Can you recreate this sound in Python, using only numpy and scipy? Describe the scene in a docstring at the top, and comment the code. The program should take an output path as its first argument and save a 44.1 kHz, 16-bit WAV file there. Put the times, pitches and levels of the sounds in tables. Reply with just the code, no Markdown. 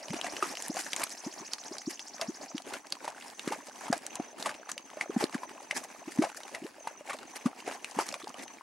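"""Boiling mud pot

A pot of thick mud boils in the open air. Steam pockets gulp as short gliding tones; bubbles pop open as
ringing cavities with noise bursts for splash and spray; flung specks snap as narrow bands of grit.
Coloured grit and small tonal bubbles make the simmer and spatter throughout. Far off, gliding whistles
make a bird's opening trill, its later calls and the crickets; the camera adds a faint steady whine.
"""
import sys
import numpy as np
from scipy import signal
from scipy.fft import rfft, irfft, next_fast_len
from scipy.io import wavfile
from scipy.ndimage import uniform_filter1d, map_coordinates

SR = 44100
rng = np.random.default_rng(int(sys.argv[2]) if len(sys.argv) > 2 else 0)


def digitize_waveform(pressure):
    """Quantize a signal to 16-bit integers and store it at the path in sys.argv[1].

    Rows of a 2-D input are taken as channels; values are limited to [-1, 1].
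    """
    field = np.atleast_2d(pressure).T
    bounded = np.clip(field, -1, 1)
    quanta = np.round(bounded * 32767).astype(np.int16)
    wavfile.write(sys.argv[1], SR, quanta)


N = 380141
AGE = np.arange(SR // 8) / SR  # seconds since the start of one short event

# bubbles bursting open, levels ahead of the trims in pops(): start_s, ring_db, cavity_pitch_hz, splash_db
POPS = [(0.133, -32, 920, -38.5), (0.244, -31.5, 700, -35), (0.266, -29, 1880, -38.5),
        (0.4257, -17, 1250, -33.5), (0.7685, -31, 760, -34.5), (0.865, -29.5, 1720, -44),
        (0.9636, -30, 2110, -39.5), (1.017, -33, 1150, -35.5), (2.217, -34, 674, -32),
        (2.411, -40, 600, -63), (2.7365, -47, 990, -36), (3.045, -36.5, 870, -41),
        (3.0784, -24.5, 925, -39), (3.477, -46, 1160, -34.5), (3.522, -23.5, 873, -34.5),
        (3.533, -28, 860, -45), (3.8815, -31, 890, -42), (3.927, -19.5, 730, -43),
        (3.929, -21.5, 1630, -34), (3.9344, -24, 734, -52), (4.199, -32, 720, -50),
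        (4.459, -22, 1120, -31.5), (4.471, -31, 820, -38), (4.493, -29.5, 1670, -37.5),
        (4.691, -34, 1166, -41), (4.971, -33.5, 602, -47), (5.011, -17.5, 2120, -35.5),
        (5.163, -31.5, 765, -61), (5.226, -30.5, 573, -34.5), (5.3446, -29, 1680, -39),
        (5.433, -29, 983, -48.5), (5.710, -20.5, 2070, -38), (6.223, -25.5, 636, -28.5),
        (6.2384, -22, 757, -50), (6.2443, -30, 860, -35.5), (6.548, -27, 2010, -38),
        (6.873, -24.5, 907, -41), (7.009, -40.5, 584, -62), (7.098, -39, 545, -30.5),
        (7.132, -32, 1120, -39), (7.460, -28.5, 1170, -38.5), (7.6776, -34, 696, -36.5),
        (7.9887, -18.5, 880, -33), (7.999, -24, 1310, -43), (8.141, -34, 1100, -40.5),
        (8.272, -32, 860, -63)]
# colour of the fine spray: frequency_hz, level_db (only the shape counts)
SPRAY = [(1500, 10.5), (3300, 10.5), (4600, 10), (7000, 9), (10000, 6.5), (13000, -11), (15500, -56)]
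# the steady boil, ahead of its trims: time_s, simmer_db, spatter_db
BOIL = [(0.0, -49.5, -59), (0.19, -44.5, -60.5), (0.86, -47.5, -48.5), (1.32, -49.5, -61.5),
        (2.04, -52, -63), (3.02, -51.5, -67.5), (3.27, -51, -59.5), (4.05, -52, -64.5), (4.15, -51, -70),
        (5.42, -50, -64.5), (6.51, -49.5, -60), (6.96, -55, -69), (7.3, -47, -63.5), (7.78, -52, -63),
        (7.9, -49.5, -61), (8.62, -49.5, -65.5)]


def gulps():
    """Each pocket swells and the thick mud damps it at once; its pitch climbs unless a pop has opened it."""
    # steam pockets swelling under the mud: start_s, peak_db, pitch_at_peak_hz, swell_s
    pockets = [(0.096, -29.5, 169, 0.013), (0.138, -26, 315, 0.0035), (0.424, -28, 357, 0.0077),
               (0.695, -25, 256, 0.0064), (1.261, -28.5, 250, 0.0091), (1.402, -41, 264, 0.014),
               (1.71, -33.5, 305, 0.0066), (1.871, -24.5, 274, 0.0074), (2.28, -27.5, 254, 0.011),
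               (2.544, -26, 254, 0.0067), (2.663, -38.5, 378, 0.0074), (3.475, -18.5, 278, 0.0022),
               (3.5006, -33, 400, 0.011), (3.8994, -19, 244, 0.0047), (4.197, -22.5, 262, 0.0034),
               (5.094, -26, 343, 0.0054), (5.162, -15.5, 233, 0.006), (5.221, -27, 427, 0.0078),
               (5.2386, -15.5, 310, 0.0023), (5.348, -22.5, 270, 0.0052), (6.072, -32.5, 276, 0.0082),
               (6.186, -12.5, 237, 0.0074), (6.212, -22.5, 344, 0.0076), (6.616, -34.5, 277, 0.0082),
               (6.638, -33.5, 320, 0.012), (7.455, -15, 237, 0.0073), (7.6749, -29, 410, 0.004),
               (7.964, -31, 229, 0.0084), (7.986, -22, 400, 0.0026), (8.23, -39, 326, 0.0095)]
    open_within_s = 0.02  # a pop this close in time has opened the pocket
    open_glide = 0.014  # an opened pocket barely climbs (share of its pitch)
    glide_per_s = 58  # a sealed one climbs by this share of its pitch for each second of swelling
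    wrinkle_share = 0.13  # how far the collapsing pocket unsettles its pitch
    out = np.zeros((2, N))
    for s, db, hz, swell in pockets:
        opened = any(abs(pop[0] - s) < open_within_s for pop in POPS)
        glide = open_glide if opened else glide_per_s * swell
        u = AGE / swell
        climb = glide * np.tanh(u - 1)
        wrinkle = unit(uniform_filter1d(rng.standard_normal(len(u)), size=60))
        unsettled = wrinkle_share * np.tanh(u * u / 2) * wrinkle  # grows towards the tail
        pitch = hz * (1 + climb + unsettled)
        swelling = (u * np.exp(1 - u)) ** 3  # peaks at 1 after the swell time
        tone = np.sin(2 * np.pi * np.cumsum(pitch) / SR)
        add(out, s, amp(db) * swelling * tone, pan_db=1.2)
    return out


def pops():
    """Steam fizzes through the thinning skin, then it tears: cavity rings, rim splashes, fine spray flies."""
    # colour of the splashing rim: frequency_hz, level_db (only the shape counts)
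    splash_colour = [(120, -25), (300, -4.5), (750, 26.5), (1600, 20), (2700, 23), (4000, -63.5),
                     (9000, -34)]
    # lower cavities burst lazily and fling less spray
    spray_full_hz, spray_db_per_octave = 950, 9
    # second mode: its pitch depends on the ragged shape of the hole
    overtone_ratio, overtone_spread, overtone_db = 2, 0.15, -14
    out = np.zeros((2, N))
    for s, db, hz, splash_db in POPS:
        spray_db = splash_db + spray_db_per_octave * np.log2(min(hz / spray_full_hz, 1))
        overtone_hz = hz * overtone_ratio * np.exp(rng.normal(0, overtone_spread))
        ring = amp(db + 3.5) * (cavity(hz) + amp(overtone_db) * cavity(overtone_hz))
        splash = amp(splash_db - 3) * burst(splash_colour, t60=0.087)
        spray = amp(spray_db) * burst(SPRAY, t60=0.067)
        wet_fizz = amp(splash_db - 3) * burst(splash_colour, t60=0.019)
        fine_fizz = amp(spray_db - 10.5) * burst(SPRAY, t60=0.035)
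        add(out, s, ring + splash + spray, pan_db=rng.normal(0.4, 1))
        add(out, s - AGE[-1], (wet_fizz + fine_fizz)[::-1])  # reversed, it builds up to the pop
        for at, small_db, small_hz in satellites(s, splash_db):
            add(out, at, amp(small_db) * cavity(small_hz))
    return out


def cavity(hz):
    """One mode of an open cavity: a soft start, a climbing pitch and a set number of cycles."""
    ring_cycles = 26.3  # 60 dB down after this many starting periods, so small cavities are the shortest
    onset = 1 - np.exp(-AGE / 0.00019)
    return bubble(hz, rise=2.3) * fade(AGE, ring_cycles / hz) * onset


def bubble(hz, rise, t=AGE):
    """A cavity's tone climbs as its mouth opens; rise is the share of its pitch per second."""
    return np.sin(2 * np.pi * hz * (t + rise * t * t / 2))


def satellites(s, splash_db):
    """(start_s, level_db, pitch_hz) of the three small bubbles that a collapsing rim traps."""
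    within_s, over_splash_db = 0.03, 6  # the later they come, the weaker
    return [(s + within_s * late, splash_db + over_splash_db - 9 * late, 1100 * 2 ** pitch)
            for late, pitch in rng.uniform([0.1, -1], [1, 1], (3, 2))]


def burst(spectrum, t60):
    """A dying shower of droplets with the energy of a unit noise under the same decay."""
    decay = fade(AGE, t60)
    drops = grit(len(AGE), spike_db=7)
    shower = unit(coloured(drops, spectrum) * decay)
    return shower * np.sqrt(np.mean(decay ** 2))


def snaps():
    """A sharp crack in a tiny, heavily damped cavity, then a trace of spray; fainter ones fall at random."""
    # tearing films and landing specks: start_s, level_db, pitch_hz
    cracks = [(0.213, -23.5, 2900), (0.366, -27, 2520), (0.571, -28.5, 2910), (0.623, -26, 7500),
              (0.682, -27.5, 10100), (0.8, -32, 6660), (0.932, -20.5, 3150), (0.963, -23, 7140),
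              (1.034, -22.5, 2200), (1.0377, -19, 9900), (1.534, -21, 4220), (1.783, -29, 5200),
              (1.994, -30, 3300), (2.213, -21, 4400), (2.58, -28.5, 2900), (2.923, -19.5, 4260),
              (3.394, -28, 2700), (3.928, -22, 5000), (3.978, -34, 8500), (4.0651, -26, 7400),
              (4.155, -26.5, 7350), (4.426, -26, 4650), (4.716, -23.5, 7000), (4.779, -28, 2840),
              (5.24, -21.5, 4300), (5.712, -23.5, 2500), (5.776, -24.5, 6660), (7.845, -24, 2630),
              (8.089, -26.5, 5350), (8.125, -31.5, 5000), (8.141, -26.5, 2440)]
    rise_s, t60_s = 0.0004, 0.008
    width_share = 0.26  # bandwidth as a share of the pitch
    decay = fade(AGE, t60_s)
    envelope = decay * (1 - np.exp(-AGE / rise_s))
    out = np.zeros((2, N))
    for s, db, hz in cracks + specks(count=90):
        tear = grit(len(AGE), spike_db=2) * envelope
        width = width_share * hz

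        def resonance(f):
            """A damped band around the pitch, its treble rolled off above 11.5 kHz."""
            band = 1j * f * width / (hz * hz - f * f + 1j * f * width)
            return band / (1 + (f / 11500) ** 8)

        crack = unit(filtered(tear, resonance)) * np.sqrt(np.mean(decay ** 2))
        spray = amp(db - 11) * burst(SPRAY, t60=0.023)
        add(out, s, amp(db) * crack + spray, pan_db=rng.normal(-1, 3))
    return out


def specks(count):
    """(start_s, level_db, pitch_hz) of faint snaps all over the pot, louder while it boils harder."""
    over_simmer_db, middle_hz = 11.5, 2420  # level over the untrimmed simmer, middle pitch
    s, simmer_db, _ = np.transpose(BOIL)
    return [(at, np.interp(at, s, simmer_db) + over_simmer_db + 3 * size, middle_hz * 3 ** pitch)
            for at, size, pitch in rng.uniform([0, -1, -1], [N / SR, 1, 1], (count, 3))]


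def boil():
    """The pot simmers gently and surges now and then, with a fine spatter of mud raining back."""
    # colour of the simmering froth: frequency_hz, level_db (only the shape counts)
    simmer_colour = [(25, -40), (55, -19), (110, -23.5), (260, 4.5), (500, -2.5), (850, 2.5), (1400, -7.5),
                     (2600, -7.5), (3500, -15.5), (7000, -19), (15000, -72)]
    # colour of the falling spatter: frequency_hz, level_db (only the shape counts)
    spatter_colour = [(400, -70), (1700, 10), (3400, -5), (5000, 3.5), (7500, 2.5), (10000, 0.5),
                      (13000, -12), (15500, -24)]
    simmer, spatter = boiling()
    clumps = wobble(30)  # bubbles come in clumps, and the spatter with them
    froth = spread(coloured(grit((2, N), spike_db=7), simmer_colour))
    froth = patchy(amp(2.5 * clumps + 2.3 * wobble(220)) * froth, 3)
    drops = spread(coloured(grit((2, N), spike_db=7), spatter_colour))
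    drops = patchy(amp(3.2 * clumps + 2.5 * wobble(400)) * drops, 2.5)
    small_bubbles = radiated(blips(10 * np.log10(simmer), count=380))
    return amp(0.5) * np.sqrt(simmer) * froth + amp(6.0) * np.sqrt(spatter) * drops + small_bubbles


def boiling():
    """Powers of simmer and spatter: the steady boil, the froth that each pop churns up, the splutters."""
    # short surges of steam, ahead of the trims in boil(): peak_s, half_width_s, level_db
    splutters = [(1.0, 0.018, -43), (1.121, .01, -49), (1.66, 0.033, -53), (1.907, 0.0098, -44.5),
                 (2.439, 0.032, -52), (2.71, 0.042, -48), (3.21, 0.054, -49), (3.838, 0.039, -44),
                 (4.15, 0.11, -47), (4.42, 0.045, -46.5), (4.698, 0.009, -49), (5.212, 0.032, -40),
                 (5.769, 0.018, -40), (5.845, .011, -51), (6.124, 0.012, -54.5), (6.373, 0.0076, -56),
                 (7.365, 0.011, -45), (7.71, 0.067, -43.5), (8.012, .02, -43.5), (8.1, 0.043, -45),
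                 (8.435, 0.013, -52)]
    simmer_trim_db, spatter_trim_db = -3, -0.5
    # froth around a pop: level over its splash, half width, spatter over froth
    churn_db, churn_s, churn_spatter_db = -16.5, 0.053, -12.5
    # at this width spatter and simmer get equal power here; shorter splutters are brighter
    jet_s, jet_db_per_halving = 0.015, 6.5
    s, simmer_db, spatter_db = np.transpose(BOIL)
    t = np.arange(N) / SR
    churn = sum(surge(at, churn_s, splash_db + churn_db) for at, _, _, splash_db in POPS)
    simmer = amp(np.interp(t, s, simmer_db) + simmer_trim_db) ** 2 + churn
    spatter = amp(np.interp(t, s, spatter_db) + spatter_trim_db) ** 2 + amp(churn_spatter_db) ** 2 * churn
    for at, width, db in splutters:
        steam = surge(at, width, db)
        simmer = simmer + steam
        spatter = spatter + steam * amp(jet_db_per_halving * np.log2(jet_s / width)) ** 2
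    return simmer, spatter


def surge(s, width, db):
    """The power of a smooth swell that peaks at time s."""
    distance = (np.arange(N) / SR - s) / width
    return amp(db) ** 2 * np.exp(-2 * np.minimum(distance ** 2, 20))


def blips(level_db, count):
    """Small bubbles all over the pot: a few cycles that the ragged rim unsettles, louder in a harder boil."""
    over_simmer_db = 11.5
    out, t = np.zeros((2, N)), AGE[:SR // 30]
    for place, (pitch, size, pan, rise) in zip(rng.random(count), rng.standard_normal((count, 4))):
        hz = 540 * np.exp(0.8 * min(abs(pitch), 2))  # 540 Hz is the lowest
        cycles = hz * (t + max(9 + 10 * rise, 0) * t * t / 2)  # the pitch climbs or holds
        ragged = np.cumsum(rng.standard_normal(len(t))) * np.sqrt(0.2 * hz / SR)
        shape = (1 - np.exp(-cycles / 0.4)) * np.exp(-cycles / 3.2)
        db = level_db[int(place * N)] + over_simmer_db + 3 * min(size, 2)
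        tone = np.sin(2 * np.pi * cycles + ragged)
        add(out, place * N / SR, amp(db) * shape * tone, pan_db=2 * pan)
    return out


def patchy(pair, depth_db):
    """Every clump has its own colour: random gain patches about 1 kHz wide and 20 ms long."""
    z = signal.stft(pair, nperseg=256)[2]
    field = rng.standard_normal(z.shape[1:])
    field = uniform_filter1d(uniform_filter1d(field, size=5, axis=0), size=7, axis=1)
    gain = amp(depth_db * np.clip(unit(field), -2.5, 2.5))
    return unit(signal.istft(z * gain, nperseg=256)[1][:, :N])


def radiated(x):
    """Mouths this small radiate little deep bass."""
    return filtered(x, lambda hz: hz ** 3 / (hz ** 3 + 125 ** 3))


def bird():
    """A dry trill that slows a little: bunches of raspy, ever higher upstrokes, each with a short downstroke."""
    # level of the trill, without its echo: time_s, level_db
    trill = [(0, -40), (1.7, -40), (2.6, -42.5)]
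    # far rising calls, without their echo: start_s, level_db, pitch_hz
    far_calls = [(6.97, -59, 2650), (7.2, -60, 2700), (7.595, -60, 2900), (8.2, -56, 3300)]
    first_s, syllable_s, slowing_s = 0.058, 0.0668, 3.8e-5
    rasp = 0.085  # share by which the upstrokes tremble in pitch
    out = np.zeros((2, N))
    for k in np.arange(38):
        s = first_s + syllable_s * k + slowing_s * k * k
        db = np.interp(s, *np.transpose(trill))
        for stroke in range(4):
            hz, start = 4000 + 350 * stroke, s - 0.033 + 0.0055 * stroke
            upstroke = sweep(hz, 1.55 * hz, 0.012, rasp)
            add(out, start, amp(db - 5 + rng.normal(0, 2)) * upstroke)
        add(out, s - 0.005, amp(db) * sweep(6470, 5730, 0.0095, rasp / 2))
    for s, db, hz in far_calls:
        add(out, s, amp(db) * sweep(hz, 1.11 * hz, 0.05))
    return out + amp(-8) * echo(out, [(6000, 0.39)])


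def crickets():
    """Each wing stroke is a short note that sags as the wing slows."""
    # cricket chirps, mean stroke level without echo: start_s, end_s, level_db
    chirps = [(2.621, 3.17, -58), (3.341, 3.92, -51), (4.1, 4.33, -49.5), (4.554, 5.14, -52.5),
              (5.239, 6.55, -53.5), (6.787, 6.97, -51), (7.272, 7.46, -51.5), (7.588, 8.2, -55.5),
              (8.326, 8.55, -51)]
    spacing_s, scatter_db = 0.029, 2.2
    length_s, start_hz, end_hz = 0.017, 6400, 5820  # one stroke, before a small pitch scatter
    out = np.zeros((2, N))
    for start, end, db in chirps:
        for s in np.arange(start, end, spacing_s):
            late, pitch, size_db = rng.normal([0, 1, db], [0.004, 0.018, scatter_db])
            add(out, s + late, amp(size_db) * sweep(start_hz * pitch, end_hz * pitch, length_s))
    return out + amp(-4) * echo(out, [(6000, 0.15)])


def sweep(start_hz, end_hz, length, rough=0):
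    """One softly edged gliding whistle; rough is the share by which its pitch trembles."""
    u = np.arange(int(length * SR)) / (length * SR)
    tremble = 1 + rough * unit(uniform_filter1d(rng.standard_normal(len(u)), size=16))
    pitch = (start_hz + (end_hz - start_hz) * u) * tremble
    return np.sin(np.pi * u) * np.sin(2 * np.pi * np.cumsum(pitch) / SR)


def echo(x, t60s):
    """The scattered sound that comes back."""
    return signal.fftconvolve(x.mean(axis=0)[None], tail(t60s), axes=1)[:, :N]


def tail(t60s):
    """A stereo reverberation tail, its left side at energy 1, from noise that decays band by band."""
    hz, t, z = signal.stft(rng.standard_normal((2, SR // 4)), SR, nperseg=256)
    pair = signal.istft(z * fade(t, along(t60s, hz)[:, None]), SR, nperseg=256)[1]
    return pair / np.linalg.norm(pair[0])


def amp(db):
    """Decibels to gain."""
    return 10 ** (np.asarray(db) / 20)


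def unit(x):
    """x at rms 1."""
    return x / np.sqrt(np.mean(x ** 2) + 1e-20)


def fade(t, t60):
    """Exponential decay, 60 dB down after t60."""
    return np.exp(-np.log(1000) * t / t60)


def along(points, hz):
    """(Hz, value) points read on a log frequency axis."""
    f, v = np.transpose(points)
    return np.interp(np.log(hz + 1), np.log(f), v)


def wobble(rate):
    """A smooth random curve, rate knots a second."""
    knots = rng.standard_normal(int(N * rate / SR) + 4)
    return map_coordinates(knots, [np.arange(N) * rate / SR])


def filtered(x, response):
    """x times a response of frequency."""
    n = x.shape[-1]
    m = next_fast_len(n + 4096)  # padded, so the end does not wrap onto the start
    return irfft(rfft(x, m) * response(np.fft.rfftfreq(m, 1 / SR)), m)[..., :n]


def coloured(x, spectrum):
    """x with the given colour, at rms 1."""
    return unit(filtered(x, lambda hz: amp(along(spectrum, hz))))


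def grit(shape, spike_db):
    """Tiny impacts of log-normal size: the wider their spread, the more single ones stand out."""
    size_db = spike_db * np.clip(rng.standard_normal(shape), -3.5, 3.5)
    return rng.standard_normal(shape) * amp(size_db)


def spread(pair):
    """Two unrelated signals become a partly alike left and right."""
    # how alike left and right are: frequency_hz, correlation (no unit)
    alike = [(30, 0.15), (200, 0.57), (1000, 0.68), (12000, 0.71)]

    def mid_side(hz):
        """Shares of middle and side that give the likeness."""
        turn = np.arccos(np.clip(along(alike, hz), -1, 1)) / 2
        return np.array([np.cos(turn), np.sin(turn)])

    mid, side = filtered(pair, mid_side)
    return unit(np.array([mid + side, mid - side]))


def add(track, s, sound, pan_db=0):
    """Mix a sound into a stereo track at time s; a positive pan leans left."""
    start = int(np.clip(round(s * SR), 0, N))
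    part = sound[:N - start]
    track[:, start:start + len(part)] += amp([[pan_db / 2], [-pan_db / 2]]) * part


def scene():
    """The pot between its banks, which scatter little bass, with the wildlife behind it."""
    # the answer of the mud banks: frequency_hz, t60_s
    banks = [(1500, 0.12), (10000, 0.07)]
    mud = radiated(gulps() + pops() + snaps())
    scattered = filtered(echo(mud, banks), lambda hz: hz * hz / (hz * hz + 400 ** 2))
    return mud + amp(-12) * scattered + boil() + bird() + crickets()


def record(dry):
    """The camera thins the deep bass, whines faintly and keeps nothing above its band limit."""
    whine_hz, top_hz = 15734, 15950
    whine = amp(-83.5) * np.sin(2 * np.pi * whine_hz * np.arange(N) / SR)
    return filtered(dry + whine, lambda hz: 1j * hz / (45 + 1j * hz) * (hz < top_hz))


dry = scene()
out = record(dry)
digitize_waveform(out)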